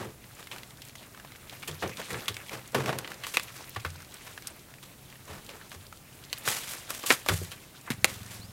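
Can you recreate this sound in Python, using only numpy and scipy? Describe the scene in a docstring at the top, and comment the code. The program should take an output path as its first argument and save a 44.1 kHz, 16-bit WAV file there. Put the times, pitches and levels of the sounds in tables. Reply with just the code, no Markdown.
"""A bamboo pole is worked through a citrus tree, over outdoor hiss and the hum of a far engine.
From the start, friction rustles the leaves, twigs flick and snap, and pushed limbs shudder low.
Impacts ring the branches at their own notes; late on, a fruit is torn off and thumps down.
Near 8 s the engine's slow throb swells and a stem is cut with one sharp snap close by.
Last, a small bird gives one rising whistle."""
import sys
import numpy as np
from scipy import signal
from scipy.fft import rfft, irfft
from scipy.io import wavfile
from scipy.ndimage import uniform_filter1d

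SR = 44100
rng = np.random.default_rng(int(sys.argv[2]) if len(sys.argv) > 2 else 0)


def inscribe(sig):
    """Save sig as 16-bit PCM at rate SR to the path in sys.argv[1].

    A 1-D sig is mono; a 2-D sig holds one channel per row.
    Samples are clipped to [-1, 1] before scaling.
    """
    pcm = np.round(np.clip(np.atleast_2d(sig).T, -1, 1) * 32767)
    wavfile.write(sys.argv[1], SR, pcm.astype(np.int16))


N = 375732
TIME = np.arange(N) / SR
LEVEL_SPAN_S = .03  # a transient's level is its rms over this span

# knocks and snaps: start_s, level_db, pitch_hz, splinter_treble_db, hardness (contact's energy share)
IMPACTS = [(0.5146, -42.5, 3430, -11, 0.33), (1.6275, -43.5, 2480, -9.5, .3),
           (1.6762, -41.5, 2930, 0.5, 0.18), (1.823, -35.5, 730, -12.5, 0), (2.1041, -41, 2000, -7.5, 0.23),
           (2.1437, -40, 1980, -15, 0.43), (2.2813, -31.5, 3300, -6.5, 0.38), (2.7457, -31, 450, -7, 0.17),
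           (2.892, -35.5, 610, -12, 0.33), (2.9277, -40.5, 614, -11, 0.46), (2.987, -42, 1550, 2, 0.76),
           (3.046, -43.5, 3220, -15, 0.56), (3.236, -39, 2987, -8.5, 0.27), (3.2678, -44, 1070, -2, 0.62),
           (3.3378, -37, 2480, -2, 0), (3.3708, -25, 2670, -10, 0.87), (3.397, -39, 2300, -6, 0.85),
           (3.7617, -40, 700, -11.5, 0.32), (3.8483, -35.5, 1310, -13, 0.27),
           (4.472, -51, 5000, 11.5, 0.73), (6.329, -35.5, 4180, -4, 0.73), (6.4768, -32.5, 1510, -21, 0.63),
           (6.9049, -40.5, 1280, 2.5, 0.53), (7.037, -43.5, 586, -7, 0.33), (7.0606, -38, 3000, 4.5, 0.04),
           (7.1043, -19.5, 1700, -11, 0.49), (7.262, -43.5, 555, -3, 0.52), (7.2866, -26, 1520, -6.5, 0.34),
           (7.316, -45, 400, -10, 0.23), (7.5165, -44.5, 3120, -4, 0.24), (7.8736, -45, 955, -40, 0.1),
           (7.9028, -35, 2110, -5, 0.18), (8.0446, -21.5, 2420, -3.5, .84)]
# resonances of pole and branches: centre_hz, width_hz, boost_db
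WOOD_MODES = [(345, 160, 2.5), (503, 110, 6), (1148, 59, 6.5), (1795, 79, 3.5), (3480, 29, 7),
              (3850, 50, 3), (7150, 1400, 2)]
# spectral envelope of struck wood: frequency_hz, gain_db
KNOCK_SPECTRUM = [(40, -48), (150, -9.5), (350, -2.5), (650, -1.5), (1100, 2.5), (2000, 0.5), (4000, -3),
                  (7000, -8), (12000, -8), (16000, -18)]
# low, middle and high bands of a knock or swish: low_hz, high_hz
BAND_EDGES = [(250, 1200), (1200, 4500), (4500, 16000)]
# strokes through foliage: peak_s, level_db, t60_s, tilt_db (bark below 0, leaves above)
STROKES = [(.015, -43, 0.32, -5.5), (0.399, -48.5, .12, -0.5), (.54, -49, .45, -1.5),
           (1.531, -49, 0.14, -2), (1.69, -46, 0.13, -5), (1.85, -52.5, .3, -17), (2.0, -40.5, 0.16, -3.5),
           (2.131, -48.5, 0.49, -9), (2.534, -40.5, 0.26, -2.5), (2.791, -39, 1, -5.5),
           (2.885, -37.5, 0.14, -5.5), (3.11, -49, .25, -3), (3.29, -48.5, .45, 5.5), (3.56, -50, 0.16, 3),
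           (4.27, -49.5, .25, 0.5), (4.84, -51.5, 0.12, 2.5), (5.305, -47, 0.49, -2.5),
           (5.51, -53.5, .35, -6), (5.73, -50, 0.22, 0), (6.497, -32.5, 0.6, 4.5), (6.715, -42.5, 0.36, 6),
           (6.903, -42, .06, 3), (6.95, -44, 0.42, 4.5), (7.091, -37, 0.42, 6), (7.126, -27.5, 0.074, 3.5),
           (7.314, -41.5, 0.68, 6), (8.1, -45.5, 0.69, 2.5), (8.316, -48.5, 0.6, 3)]
# spectral envelope of dragged leaves: frequency_hz, gain_db
LEAF_SPECTRUM = [(40, -48), (130, 4), (260, 2), (700, 2.5), (2200, 0), (4500, -0.5), (8000, 1.5),
                 (12500, -0.5), (16000, -9)]
# shaken limbs and heavy falls: start_s, level_db, pitch_hz, judder_s
LIMB_PUSHES = [(0., -41.5, 124, 0.09), (1.686, -41, 91, 0.043), (1.825, -39, 106, 0.061),
               (2.118, -38.5, 111, 0.049), (2.29, -40, 105.7, 0.031), (2.531, -46, 138, .057),
               (2.752, -33.5, 133, 0.097), (2.85, -34, 134, 0.12), (3.765, -39, 112, 0.0074),
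               (3.851, -39, 87.5, 0.0018), (5.291, -45, 122, 0.047), (5.752, -48, 91.6, 0.014),
               (6.477, -42, 137, .008), (7.29, -30, 99.4, 0.043), (7.322, -32.5, 89.5, 0.0038),
               (7.415, -38, 100.4, 0.01), (7.904, -29, 132, 0.0037)]
# thin twigs flicking off the pole: start_s, level_db, pitch_hz
TWIG_FLICKS = [(0.242, -58, 2070), (.428, -53, 2310), (.471, -49, 2110), (.562, -49, 1200),
               (.583, -49.5, 2870), (.633, -49.5, 2140), (.819, -48.5, 3100), (0.896, -55, 2400),
               (.954, -50.5, 2040), (1.147, -54.5, 1440), (1.175, -54, 1200), (1.198, -53, 1830),
               (1.248, -50, 1040), (1.32, -53.5, 2140), (1.359, -55, 2200), (1.496, -48, 2980),
               (1.971, -46, 3550), (2.367, -42, 2250), (2.494, -45, 2420), (2.86, -39, 2150),
               (3.076, -45, 1960), (3.104, -56, 4500), (3.118, -44, 2040), (3.29, -54, 3500),
               (3.433, -48, 7460), (3.643, -57, 2560), (3.694, -48, 15170), (3.956, -55.5, 1000),
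               (4.377, -45, 1660), (4.423, -52.5, 2290), (4.739, -54.5, 1710), (4.828, -55, 3240),
               (5.492, -49, 2380), (5.717, -48.5, 1600), (5.867, -57, 4890), (5.926, -49, 1310),
               (6.25, -58, 4200), (6.369, -54, 2390), (6.383, -48, 11700)]
# how strongly the crown is stirred: time_s, level_db
CROWN_MOTION = [(0.0, -55), (1.39, -51.5), (2.15, -41), (2.6, -48.5), (2.89, -55.5), (3.5, -43.5),
                (3.95, -50), (4.28, -46.5), (4.88, -56), (5.49, -50), (5.99, -56), (6.34, -47.5),
                (6.56, -43), (7.27, -49.5), (7.72, -53), (8.29, -50), (8.5, -55.5)]
# the bird's whistle: time_s, pitch_hz, level_db
WHISTLE = [(8.4, 3450, -66), (8.42, 4100, -46), (8.45, 4800, -53.5), (8.48, 5250, -63.5),
           (8.5, 5380, -56.5), (8.512, 5200, -74)]
# envelope of the engine's throb: time_s, level_db
THROB_LEVELS = [(0, -63.5), (7.88, -77), (7.93, -48), (8.52, -49.5)]
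# exhaust resonances: pitch_hz, t60_s, gain_db
EXHAUST_MODES = [(106, 0.052, 0.5), (183, 0.038, -1)]
# spectral envelope of the outdoor hush: frequency_hz, gain_db
AIR_SPECTRUM = [(12, -46), (20, -6.5), (123, 3), (399, -7), (574, -9), (759, -11), (2080, -20),
                (4540, -19.5), (11800, -18), (14700, -20), (16000, -21)]


def knocks(contact_s=.0022, lag_s=.00353, clatter_rise_s=.0034, clatter_t60_s=.11, body_db_per_octave=5.5):
    """Impact excitation: a contact, then a clatter of bark and twigs, rings the modes of a branch."""
    out, t = np.zeros(N), np.arange(SR // 4) / SR
    for start_s, db, hz, splinter_db, hardness in IMPACTS:
        share = np.clip(hardness, .02, .95)
        shorten = np.exp(-1.301 * share)  # a harder blow shortens all four time constants
        grit = unit(rng.standard_normal(len(t)) * np.exp(-t / (shorten * contact_s)))
        contact = unit(bending_pulse(shorten * lag_s, len(t)) + .99 * grit)
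        rise = 1 - np.exp(-t / (shorten * clatter_rise_s))
        fade = gain_of(-60 * t / (shorten * clatter_t60_s))
        clatter = unit(crackle(len(t), per_s=2500, spread_db=1.2, smooth=.91) * rise * fade)
        force = np.sqrt(share) * contact + np.sqrt(1 - share) * clatter
        modes = [*WOOD_MODES, (hz, .33 * hz, 8)]
        body_db = body_db_per_octave * np.log2(760 / hz)  # thick branches: low note, much body
        levels_db = [db + body_db, db, db + splinter_db]
        add(out, start_s, radiate(force, KNOCK_SPECTRUM, modes, levels_db, LEVEL_SPAN_S, size=16384))
    return out


def bending_pulse(lag_s, size, corner_hz=1500):
    """Dispersion: bending waves in a branch bring a click's treble first and its bass later."""
    hz = np.fft.rfftfreq(size, 1 / SR)
    delay_s = lag_s / np.sqrt(1 + hz / corner_hz)
    phase = -2 * np.pi * np.cumsum(delay_s) * SR / size
    return unit(irfft(np.exp(1j * phase), size) * (np.arange(size) < size // 2))


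def swishes():
    """Stick-slip friction: the pole drags a spray of leaves in small jerks and lets it swing back."""
    out, t = np.zeros(N), np.arange(SR // 2) / SR
    modes = [(hz, width, .29 * db) for hz, width, db in WOOD_MODES]
    for peak_s, db, t60_s, tilt_db in STROKES:
        rise_s = .04 * np.sqrt(t60_s / .35)  # a longer swing gathers speed more slowly
        swell = np.minimum(t / rise_s, 1) * gain_of(-60 * np.maximum(t - rise_s, 0) / t60_s)
        jerks = gain_of(2.2 * drift(70, len(t)))
        force = swell * jerks * crackle(len(t), per_s=1500, spread_db=3.4, smooth=1.63)
        levels_db = [db - 2 - tilt_db, db, db - 2 + tilt_db]
        span_s = np.sum(swell ** 2) / SR
        add(out, peak_s - rise_s, radiate(force, LEAF_SPECTRUM, modes, levels_db, span_s, size=32768))
    return out


def thuds(overtone_ratio=1.7, overtone_db=-8):
    """Forced vibration: a juddering push rings a limb low; a long one also sounds the hollow pole."""
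    out, t = np.zeros(N), np.arange(SR // 2) / SR
    hollow = unit(np.exp(-t / .002) * np.sin(2 * np.pi * 400 * t))
    for start_s, db, hz, judder_s in LIMB_PUSHES:
        t60_s = .25 * (100 / hz) ** 5.2  # heavier limbs ring lower and longer
        phase = 2 * np.pi * hz * t
        limb = np.sin(phase) + gain_of(overtone_db) * np.sin(overtone_ratio * phase)
        response = unit(limb * gain_of(-60 * t / t60_s)) + judder_s / (judder_s + .03) * hollow
        push = unit(rng.standard_normal(len(t)) / (1 + (t / judder_s) ** 6))
        push[0] += .56 * np.sqrt(.01 / judder_s)  # the first shove
        band = signal.butter(4, [.7 * hz, 620], "band", fs=SR, output="sos")
        thud = signal.sosfilt(band, signal.fftconvolve(push, response)[:len(t)])
        peak_rms = np.sqrt(uniform_filter1d(thud ** 2, round(LEVEL_SPAN_S * SR)).max())
        add(out, start_s, gain_of(db) * thud / peak_rms)
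    return out


def twig_flick(pitch_hz, click_s=.002, chatter_t60_s=.06, skirt_db_per_octave=7):
    """Resonance: a scratchy click and a short chatter excite two modes of a twig."""
    t, hz = np.arange(4096) / SR, np.fft.rfftfreq(4096, 1 / SR)
    force = rng.standard_normal(len(t)) * (np.exp(-t / click_s) + .25 * gain_of(-60 * t / chatter_t60_s))
    modes = [(pitch_hz, pitch_hz / 7, 5), (1.55 * pitch_hz, pitch_hz / 6, 4)]
    skirt_db = -skirt_db_per_octave * abs(np.log2((hz + 1) / pitch_hz))
    shape = gain_of(skirt_db + resonance_db(hz, modes))
    return unit(irfft(rfft(force) * minimum_phase(shape)))


def twigs(stray_per_s=12, stray_db=-10, spread_db=7):
    """Superposed transients: distinct flicks, and faint random ones as loud as the crown's motion allows."""
    out = np.zeros(N)
    for start_s, db, hz in TWIG_FLICKS:
        add(out, start_s, gain_of(db) * twig_flick(hz))
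    for when, strength, pitch in rng.random((int(stray_per_s * N / SR), 3)):
        start_s = when * N / SR
        gain = envelope(CROWN_MOTION, start_s) * gain_of(stray_db + spread_db * strength)
        add(out, start_s, gain * twig_flick(1400 * 6 ** pitch))
    return np.sqrt(LEVEL_SPAN_S * SR) * out


def rustle(branch_db=-14, twig_db=-7, leaf_db=-10):
    """Friction noise: branches rub, twigs scratch and leaves crinkle in clumps as the crown moves."""
    sway = drift(12, N)
    out = gain_of(branch_db + 3.5 * sway) * rubbing(266, 1060, per_s=900, spread_db=2, smooth=.44)
    # twigs and leaves of different sizes catch and let go each in their own time
    for db, edges_hz in (twig_db, [1100, 1900, 2800, 4300]), (leaf_db, [4300, 6800, 10000, 15000]):
        for low_hz, high_hz in zip(edges_hz, edges_hz[1:]):
            clumps = gain_of(db + 1.57 * sway + 3.17 * drift(22, N)) / np.sqrt(3)
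            out += clumps * rubbing(low_hz, high_hz, per_s=600, spread_db=2.7, smooth=1)
    return envelope(CROWN_MOTION, TIME) * out


def bird():
    """Frequency modulation: one thin tone glides upward with a slight random flutter."""
    times_s, hz, db = np.transpose(WHISTLE)
    t = np.arange(times_s[0], times_s[-1], 1 / SR)
    pitch_hz = np.interp(t, times_s, hz) * (1 + .015 * drift(250, len(t)))
    tone = np.sin(2 * np.pi * np.cumsum(pitch_hz) / SR)
    out = np.zeros(N)
    add(out, times_s[0], gain_of(np.interp(t, times_s, db)) * tone)
    return out


def engine(firing_hz=21.7, hum_db=-63):
    """Periodic excitation: firings ring a far exhaust; their sixth harmonic carries as a wavering hum."""
    cycles, t = firing_hz * (TIME - .007) + 1, np.arange(SR // 8) / SR
    firings = np.diff(np.floor(cycles), prepend=0) * gain_of(1.2 * drift(10, N))
    pipe = sum(gain_of(db - 60 * t / t60) * np.sin(2 * np.pi * hz * t) for hz, t60, db in EXHAUST_MODES)
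    pipe *= 1 - np.exp(-t / .016)
    throb = unit_rms(signal.oaconvolve(firings, pipe)[:N]) * envelope(THROB_LEVELS, TIME)
    hum_phase = 2 * np.pi * 6 * cycles + 1.9 * drift(4.1, N)
    hum = unit_rms(np.sin(hum_phase) * gain_of(3.7 * drift(2.1, N)))
    return throb + gain_of(hum_db) * hum


def air(level_db=-53):
    """Stationary coloured noise: the outdoor hush and hiss."""
    shape = gain_of(spectrum_db(AIR_SPECTRUM, np.fft.rfftfreq(N, 1 / SR)))
    return gain_of(level_db) * unit_rms(irfft(rfft(rng.standard_normal(N)) * shape, N))


def orchard(x, t60_s=.25, echo_db=-18, echoes_per_s=2000):
    """Scattering: trunks and foliage add a faint, dull tail."""
    t = np.arange(SR // 2) / SR
    echoes = rng.standard_normal(len(t)) * (rng.random(len(t)) < echoes_per_s / SR)
    echoes *= gain_of(-60 * t / t60_s) * (t > .008)
    tail = signal.sosfilt(signal.butter(1, 5000, fs=SR, output="sos"), unit(echoes))
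    return x + gain_of(echo_db) * signal.oaconvolve(x, tail)[:N]


def crackle(size, per_s, spread_db, smooth):
    """Shot noise: tiny slips of unequal size over smooth rubbing."""
    slips = (rng.random(size) < per_s / SR) * gain_of(spread_db * np.minimum(rng.exponential(1, size), 4))
    return unit_rms(unit_rms(slips * rng.standard_normal(size)) + smooth * rng.standard_normal(size))


def rubbing(low_hz, high_hz, per_s, spread_db, smooth):
    """Band-limited shot noise."""
    band = signal.butter(2, [low_hz, high_hz], "band", fs=SR, output="sos")
    return unit_rms(signal.sosfilt(band, crackle(N, per_s, spread_db, smooth)))


def radiate(force, colour, modes, levels_db, span_s, size):
    """Source and filter: colours a force and brings each band near its rms level over span_s."""
    hz = np.fft.rfftfreq(size, 1 / SR)
    source = rfft(force, size)
    shape = gain_of(spectrum_db(colour, hz) + resonance_db(hz, modes))
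    centres_hz = np.sqrt(np.prod(BAND_EDGES, axis=1))
    for _ in range(3):
        power = 2 * abs(source * shape) ** 2 / (size * span_s * SR)
        band_db = [10 * np.log10(power[(hz > lo) & (hz < hi)].sum() + 1e-20) for lo, hi in BAND_EDGES]
        shape *= gain_of(spectrum_db(np.c_[centres_hz, np.subtract(levels_db, band_db)], hz))
    return irfft(source * minimum_phase(shape), size)


def resonance_db(hz, modes):
    """Resonance peaks in dB: at each frequency the strongest mode leads."""
    return np.max([db / (1 + (2 * (hz - centre) / width) ** 2) for centre, width, db in modes], axis=0)


def minimum_phase(gain):
    """Causality: a response of this magnitude that rings after a click, never before."""
    log_gain = np.log(np.maximum(gain / gain.max(), 1e-5))
    phase = -signal.hilbert(np.r_[log_gain, log_gain[-2:0:-1]]).imag[:len(gain)]
    return gain * np.exp(1j * phase)


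def drift(rate_hz, size):
    """Low-pass noise: a random wander of rms one."""
    hz = np.fft.rfftfreq(size, 1 / SR)
    return unit_rms(irfft(rfft(rng.standard_normal(size)) / (1 + (hz / rate_hz) ** 4), size))


def spectrum_db(points, hz):
    """Interpolation on a log-frequency axis."""
    points_hz, db = np.transpose(points)
    return np.interp(np.log(hz + 1), np.log(points_hz + 1), db)


def envelope(points, time_s):
    """Amplitude along a level curve in dB."""
    return gain_of(np.interp(time_s, *np.transpose(points)))


def gain_of(db):
    """Decibels to amplitude."""
    return 10 ** (np.asarray(db) / 20)


def unit_rms(x):
    """Normalises to an rms of one."""
    return x / np.sqrt(np.mean(x ** 2) + 1e-20)


def unit(x):
    """Normalises to an energy of one."""
    return x / np.sqrt(np.sum(x ** 2) + 1e-20)


def add(mix, start_s, sound):
    """Superposes a sound on the mix."""
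    start = round(start_s * SR)
    sound = sound[max(-start, 0):]
    part = mix[max(start, 0):][:len(sound)]
    part += sound[:len(part)]


def scene():
    """Superposition: the tree in front, air and engine behind."""
    events = knocks() + twigs() + swishes() + thuds() + bird()
    return (orchard(events) + rustle() + air() + engine())[None]


def record(dry, cutoff_hz=15950):
    """Clipping at full scale, then band limiting."""
    lowpass = signal.firwin(511, cutoff_hz, window=("kaiser", 9), fs=SR)
    return signal.oaconvolve(np.clip(dry, -1, 1), lowpass[None], "same")


dry = scene()
out = record(dry)
inscribe(out)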